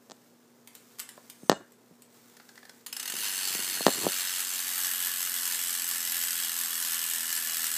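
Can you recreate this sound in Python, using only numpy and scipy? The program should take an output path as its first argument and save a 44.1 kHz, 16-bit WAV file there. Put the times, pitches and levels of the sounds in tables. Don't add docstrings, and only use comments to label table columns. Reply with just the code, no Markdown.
import sys
import numpy as np
from scipy import signal
from scipy.io import wavfile
from scipy.ndimage import uniform_filter1d

SR = 44100
rng = np.random.default_rng(int(sys.argv[2]) if len(sys.argv) > 2 else 0)


def wav_out(sig):
    wavfile.write(sys.argv[1], SR, np.round(np.clip(np.atleast_2d(sig).T, -1, 1) * 32767).astype(np.int16))


N = 342657
TIME = np.arange(N) / SR
BINS = np.fft.rfftfreq(8192, 1 / SR)


def amp(db):
    return 10 ** (np.asarray(db) / 20)


def unit(x):
    return x / np.sqrt(np.sum(x ** 2) + 1e-20)


def curve(rows):
    return np.interp(TIME, *np.transpose(rows))


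def arch(centre_s, half_s):
    return np.exp(-((TIME - centre_s) / half_s) ** 2)


def at_hz(points, hz):
    point_hz, values = np.transpose(points)
    return np.interp(np.log(hz + 1), np.log(point_hz + 1), values)


def add(mix, start_s, sound):
    part = mix[max(round(start_s * SR), 0):][:len(sound)]
    part += sound[:len(part)]


def through(x, response):
    return signal.oaconvolve(x, response)[:N]


def mode(hz, width_hz):
    t = TIME[:SR // 2]
    return unit(np.diff(np.exp(-np.pi * width_hz * t) * np.sin(2 * np.pi * hz * t)))


def ring(colour, modes=(), corner_hz=np.inf):
    peaks = 1 + sum(amp(db) ** 2 / (1 + (2 * (BINS - hz) / width) ** 2) for hz, width, db in modes)
    gain = amp(at_hz(colour, BINS)) * np.sqrt(peaks / (1 + (BINS / corner_hz) ** 4))
    log_gain = np.log(np.r_[gain, gain[-2:0:-1]] + 1e-7)
    spectrum = np.exp(signal.hilbert(log_gain).conj())
    return unit(np.fft.ifft(spectrum).real[:len(BINS)])


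def chatter(decay_s, rise_s):
    t = TIME[:SR // 30]
    return unit(rng.standard_normal(len(t)) * np.exp(-t / decay_s) * (1 - np.exp(-t / rise_s)))


def grainy_noise(grain_samples, spread_db):
    grain_db = spread_db * np.repeat(rng.standard_normal(N), grain_samples)[:N]
    return np.sqrt(N) * unit(rng.standard_normal(N) * amp(grain_db))


# freq_hz, t60_s
ROOM_DECAY = [(200, 0.16), (1500, 0.43), (5000, 0.23), (9000, 0.28), (15000, 0.11)]
def room(x, paths=4, onset_s=0.00068):
    hz, t, spectra = signal.stft(rng.standard_normal((paths, SR)), SR, nperseg=256)
    decay = amp(-60 * t / at_hz(ROOM_DECAY, hz)[:, None])
    tails = signal.istft(spectra * decay, SR)[1]
    tails *= np.clip(TIME[:tails.shape[1]] / onset_s, 0, 1)
    path = np.repeat(rng.integers(0, paths, N), 512)[:N]
    shares = [np.sqrt(abs(uniform_filter1d(1. * (path == k), 256))) for k in range(paths)]
    return sum(through(x * share, unit(tail)) for share, tail in zip(shares, tails))


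# time_s, view_share
HUB_VIEW = [(0.7, 0), (1.0, 0.5), (1.3, 0), (2.9, 0), (3.9, 0.2), (4.2, 0.3), (4.55, 0.46), (4.85, 0.89),
            (7.1, 1)]
def hub_view():
    return curve(HUB_VIEW)


# freq_hz, gain_db
AIR_COLOUR = [(30, -46), (80, -35), (120, -18), (200, -15), (250, -10), (320, -14), (420, -12), (620, -19),
              (900, -21), (1700, -27), (2600, -34), (6000, -34), (10000, -41), (15500, -41)]
# pitch_hz, level_db
HUM_PARTIALS = [(120, -78), (239.5, -64.5), (479, -74)]
def air_and_hum(air_db=-63.5, waver_rad=0.34, view_gain_db=3):
    air = amp(air_db) * np.sqrt(N) * unit(through(rng.standard_normal(N), ring(AIR_COLOUR)))
    knots_s = np.linspace(0, TIME[-1], 80)
    drift = waver_rad * np.interp(TIME, knots_s, rng.standard_normal(len(knots_s)))
    hum = sum(amp(db) * np.sqrt(2) * np.sin(2 * np.pi * hz * TIME + drift) for hz, db in HUM_PARTIALS)
    return air + hum * amp(view_gain_db * (hub_view() - .5))


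# start_s, end_s, level_db
CRANK_PUSHES = [(0, 0.3, -71), (0.684, 1.452, -61), (2.079, 2.79, -61.5)]
# start_s, level_db, corner_hz, pitch_hz
LINK_TICKS = [(1.176, -22, 1307, 950), (2.368, -27, 12000, 1690), (2.399, -21.5, 2500, 1550),
              (2.490, -24, 6000, 1600), (2.5556, -28, 8000, 1820), (2.5768, -24, 4500, 1900),
              (2.6296, -24.5, 3500, 1630), (2.652, -25, 7000, 1800), (2.6942, -20, 6900, 1600),
              (3.771, -13, 2470, 1630)]
# freq_hz, gain_db
ROLLER_COLOUR = [(60, -39), (700, 0), (1700, 2), (2800, -1), (4500, 0.5), (7800, 2.5), (10000, -2.5),
                 (15000, 0.5)]
LINK_COLOUR = [(50, -42.5), (200, -1.5), (700, 1.5), (1150, -7), (1700, 1), (2600, -7.5), (4500, 3.5),
               (7500, 0), (10000, 2), (15000, -4)]
def chain(rise_s=0.055, fall_s=0.088, idle_db=-67.5, link_width_hz=260, link_ring_db=12, room_db=-9):
    pushes = np.zeros(N)
    for start_s, end_s, db in CRANK_PUSHES:
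        ramps = np.minimum((TIME - start_s) / rise_s, 1 + (end_s - TIME) / fall_s)
        pushes += amp(db) * np.clip(ramps, 0, 1)
    rollers = np.hypot(pushes, amp(idle_db)) * grainy_noise(grain_samples=128, spread_db=2)
    out = through(rollers, ring(ROLLER_COLOUR))
    for start_s, db, corner_hz, hz in LINK_TICKS:
        link = ring(LINK_COLOUR, [(hz, link_width_hz, link_ring_db)], corner_hz)
        add(out, start_s, amp(db) * signal.fftconvolve(chatter(decay_s=0.0044, rise_s=0.000407), link))
    return out + amp(room_db) * room(out)


# start_s, peak_db, corner_hz, rebound_gap_s
CAMERA_BUMPS = [(0.099, -31.5, 5000, 0.01), (0.1102, -30, 6000, 0.0033), (0.118, -25, 5860, 0.00085),
                (1.433, -37, 172, 0.02), (1.497, 5, 3565, 0.02), (1.911, -46, 129.7, 0.01),
                (3.138, -36, 614, 0.0079), (3.551, -33, 330, 0.0092), (3.592, -35, 348, 0.0046),
                (3.808, -23, 1310, 0.0042), (3.8664, 3.5, 3200, 0.015), (4.067, -11.5, 810, 0.01)]
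def blows(rebounds=3, rebound_db=-13, dulling=0.65, gap_ratio=0.5, easing=0.74):
    for start_s, db, corner_hz, gap_s in CAMERA_BUMPS:
        for k in range(1 + rebounds):
            loss = k ** easing
            yield start_s, db + rebound_db * loss, corner_hz * dulling ** loss
            start_s += gap_s * gap_ratio ** k


# freq_hz, gain_db
CAMERA_COLOUR = [(30, -91), (80, -28.5), (170, 0), (350, 4), (650, 3.5), (1100, -2.5), (2200, -16),
                 (3800, -5), (8000, -2.5), (10500, -19), (16000, -21)]
# pitch_hz, width_hz, gain_db
CAMERA_MODES = [(600, 110, -15), (1805, 75, 7)]
FRAME_MODES = [(554, 5.3, -45), (643, 7, -45.5), (1600, 6, -41), (1715, 5.5, -39), (2890, 11, -31),
               (4260, 15, -38.5), (5150, 12, -40), (8050, 18, -26)]
def bumps(shudder_db=-16, shudder_s=0.02, shudder_hz=1500, rattle_db=-12, room_db=-8):
    body, t = np.zeros(N), TIME[:SR // 10]
    for start_s, db, corner_hz in blows():
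        swing = ring(CAMERA_COLOUR, CAMERA_MODES, corner_hz)
        tremble = unit(rng.standard_normal(len(t)) * np.exp(-t / shudder_s))
        dull_swing = ring(CAMERA_COLOUR, CAMERA_MODES, min(corner_hz, shudder_hz))
        gain = amp(db) / abs(swing).max()
        add(body, start_s, gain * swing)
        add(body, start_s, gain * amp(shudder_db) * signal.fftconvolve(tremble, dull_swing))
    frame = through(body, sum(amp(db) * mode(hz, width) for hz, width, db in FRAME_MODES))
    rattle = through(body, chatter(decay_s=0.0019, rise_s=0.00191))
    bicycle = frame + amp(rattle_db) * through(rattle, ring(OPEN_COLOUR))
    return body + bicycle + amp(room_db) * room(bicycle)


# start_s, level_db, pitch_hz
PAWL_TICKS = [(0.674, -21, 2290), (0.751, -20, 7000), (0.986, -22, 6400), (0.994, -11.5, 5340),
              (0.999, -9.5, 7800), (1.0901, -17, 7400), (1.299, -17, 5300), (1.72, -32.5, 7800),
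              (2.0207, -27, 7800), (2.863, -14, 4500), (2.867, -14, 6370)]
# freq_hz, gain_db
HIDDEN_COLOUR = [(40, -59), (200, -22.5), (600, -14.5), (900, -5.5), (1200, -4.5), (1700, 0), (2400, -1),
                 (4600, 0), (5700, -4), (7800, 1.5), (9600, -0.5), (12000, -0.5), (14000, -3), (15500, -3)]
# pitch_hz, width_hz, gain_db
PAWL_SNAP = (13300, 4100, 3)
def pawl_ticks(width_hz=700, ping_db=5, room_db=-3):
    out = np.zeros(N)
    for start_s, db, hz in PAWL_TICKS:
        pawl = ring(HIDDEN_COLOUR, [(hz, width_hz, ping_db), PAWL_SNAP])
        add(out, start_s, amp(db) * signal.fftconvolve(chatter(decay_s=0.0034, rise_s=0.00018), pawl))
    return out + amp(room_db) * room(out)


# centre_s, half_length_s, level_db
SQUEAL_RUB = (1.474, 0.065, -58)
# pitch_hz, width_hz
SQUEAL_MODES = [(6340, 120), (8100, 150), (8970, 70)]
def squeal():
    centre_s, half_s, db = SQUEAL_RUB
    friction = amp(db) * arch(centre_s, half_s) * rng.standard_normal(N)
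    return through(friction, unit(sum(mode(hz, width) for hz, width in SQUEAL_MODES)))


# centre_s, half_length_s, level_db
GRIP_RUBS = [(1.56, 0.026, -49.5), (1.615, 0.016, -49), (3.154, 0.086, -54.5), (3.608, 0.25, -54.5),
             (4.004, 0.057, -41.5), (4.052, 0.0091, -34)]
# freq_hz, gain_db
RUB_COLOUR = [(30, -43.5), (80, -18.5), (160, -7.5), (380, -3.5), (600, -13), (1100, -10), (1600, -29.5),
              (6000, -46)]
def rubbing():
    envelope = sum(amp(db) * arch(centre_s, half_s) for centre_s, half_s, db in GRIP_RUBS)
    return through(envelope * grainy_noise(grain_samples=200, spread_db=4), ring(RUB_COLOUR))


# time_s, clicks_per_s
SPIN_UP = [(2.863, 9.66), (2.98, 32.23), (3.04, 33.3), (3.07, 49.69), (3.11, 42.41), (3.19, 105.37),
           (3.235, 106.47), (3.3, 94.47)]
def clicks_passed(drag_per_s=0.0344):
    start_s, coast_s = SPIN_UP[0][0], SPIN_UP[-1][0]
    slowing = 1 + drag_per_s * np.maximum(TIME - coast_s, 0)
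    clicks_per_s = curve(SPIN_UP) * (TIME >= start_s) / slowing
    return np.cumsum(clicks_per_s) / SR


# pitch_hz, width_hz, rise_s, hidden_db, open_db, weak_offset_db
PING_TONES = [(1700, 350, 0.00031, -35, -20.5, -5), (3140, 350, 0.00027, -14, -20, -7),
              (4530, 200, 0.0009, -14, -23, 3), (5200, 390, 0.00065, -30, -14.5, -0.5),
              (6210, 200, 0.00078, -11.5, -15, -1.5), (8060, 360, 0.00036, -28, -12, -3),
              (11410, 590, 0.0012, -29, -9.5, 0.5), (13330, 390, 0.001, -34, -14, -3)]
def ping(view, weak, pitch_scatter=0.027, scatter_db=2.05):
    t, out = TIME[:SR // 80], 0
    for hz, width_hz, rise_s, hidden_db, open_db, weak_offset_db in PING_TONES:
        detune, strength, phase = rng.standard_normal(3)
        envelope = (1 - np.exp(-t / rise_s)) ** 2 * np.exp(-np.pi * width_hz * t)
        tone = np.sin(2 * np.pi * (hz * (1 + pitch_scatter * detune) * t + phase))
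        gain = (1 - view) * amp(hidden_db) + view * amp(open_db + weak_offset_db * weak)
        out += gain * amp(scatter_db * strength) * unit(envelope * tone)
    return out


CLICKS_PER_TURN = 60
def freewheel(click_db=-9, view_gain_db=3.5, weak_db=-2, tooth_db=1.55, scatter_db=0.7,
              gap_doubling_db=-0.45):
    count, view = np.floor(clicks_passed()), hub_view()
    onsets = np.flatnonzero(np.diff(count) > 0) + 1
    teeth_db = tooth_db * rng.standard_normal(CLICKS_PER_TURN)
    gaps = np.gradient(onsets)
    levels_db = click_db + gap_doubling_db * np.log2(gaps / np.median(gaps))
    levels_db += scatter_db * rng.standard_normal(len(onsets))
    rattle, pings, drops = np.zeros((3, N))
    for i, db in zip(onsets, levels_db):
        tooth = int(count[i]) % CLICKS_PER_TURN
        weak = tooth % 2 == 0
        view_db = view[i] * (view_gain_db + weak_db * (weak - .5))
        drops[i] = amp(db + teeth_db[tooth] + view_db)
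        rise_s = 0.00077 + 0.00082 * (1 - view[i])
        add(rattle, TIME[i], drops[i] * chatter(decay_s=0.0043, rise_s=rise_s))
        add(pings, TIME[i], drops[i] * ping(view[i], weak))
    return rattle, pings, drops


# centre_s, half_length_s, pitch_hz, width_hz, gain_db
PASSING_MODES = [(2.94, 0.05, 5230, 34.7, -6), (3.463, 0.06, 4400, 194, -8), (3.88, 0.19, 4300, 25, -6),
                 (3.987, 0.069, 7500, 150, -9), (4.306, 0.054, 5200, 59, -12), (4.3, 0.32, 3860, 400, -18),
                 (4.43, 0.1, 7000, 600, -12), (4.97, 0.22, 11900, 900, -11.5)]
# pass_s, passes_per_turn, pitch_hz, width_hz, gain_db
BEAMED_MODES = [(2.5, 1, 3230, 220, -19), (5.7, 1, 7940, 500, -13.5)]
def wheel_swells(rattle):
    out = np.zeros(N)
    for centre_s, half_s, hz, width_hz, db in PASSING_MODES:
        out += amp(db) * arch(centre_s, half_s) * through(rattle, mode(hz, width_hz))
    turns = clicks_passed() / CLICKS_PER_TURN
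    for pass_s, passes, hz, width_hz, db in BEAMED_MODES:
        beam = np.cos(np.pi * passes * (turns - np.interp(pass_s, TIME, turns))) ** 4
        out += amp(db) * beam * through(rattle * hub_view(), mode(hz, width_hz))
    return out


# freq_hz, gain_db
OPEN_COLOUR = [(40, -72), (200, -36.5), (600, -20), (950, -9.5), (1700, -4), (2500, -6.5), (3100, -3.5),
               (4000, -3.5), (5800, -3.5), (6900, -1), (8100, 3), (9800, -4), (11300, 0.5), (13500, 2),
               (15300, -3)]
# pitch_hz, width_hz, gain_db
RATCHET_MODES = [(1700, 400, -1), (2820, 130, 6), (4275, 28, 10), (4520, 200, -2), (5200, 70, 8),
                 (6220, 170, 7), (7150, 60, 2), (7490, 90, 5), (7900, 80, 3), (8300, 160, 2),
                 (8940, 100, 5), (10400, 70, 9), (11100, 90, 3), (11800, 140, 5), (12600, 140, 3),
                 (13500, 140, 7), (15100, 200, 5)]
WHEEL_MODES = [(1714, 65, 6), (2031, 50, 3), (2815, 25, 5), (2881, 18, 8), (2977, 25, 4), (3358, 90, 3),
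               (4132, 40, 3), (7809, 54, 1), (8863, 48, 3)]
WHEEL_SONG = [(1740, 25, -23), (2860, 16, -26)]
def hub_buzz(hidden_db=1, open_db=-3.5, hidden_room_db=-2, open_room_db=-2.5):
    rattle, pings, drops = freewheel()
    view = hub_view()
    hidden = through(rattle * (1 - view), ring(HIDDEN_COLOUR, RATCHET_MODES))
    in_view = through(rattle * view, ring(OPEN_COLOUR, WHEEL_MODES))
    song = through(drops * view, sum(amp(db) * mode(hz, width) for hz, width, db in WHEEL_SONG))
    direct = pings + song + wheel_swells(rattle) + amp(hidden_db) * hidden + amp(open_db) * in_view
    return direct + room(amp(hidden_room_db) * hidden + amp(open_room_db) * in_view)


def scene():
    bicycle = hub_buzz() + pawl_ticks() + chain() + squeal()
    return (bicycle + bumps() + rubbing() + air_and_hum())[None]


def record(dry, low_cut_hz=55, high_cut_hz=15350):
    high_pass = signal.butter(2, low_cut_hz, "high", fs=SR, output="sos")
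    low_pass = signal.firwin(601, high_cut_hz, window=("kaiser", 8), fs=SR)
    overloaded = np.clip(dry, -1, 1)
    return signal.oaconvolve(signal.sosfilt(high_pass, overloaded), low_pass[None], "same")


dry = scene()
out = record(dry)
wav_out(out)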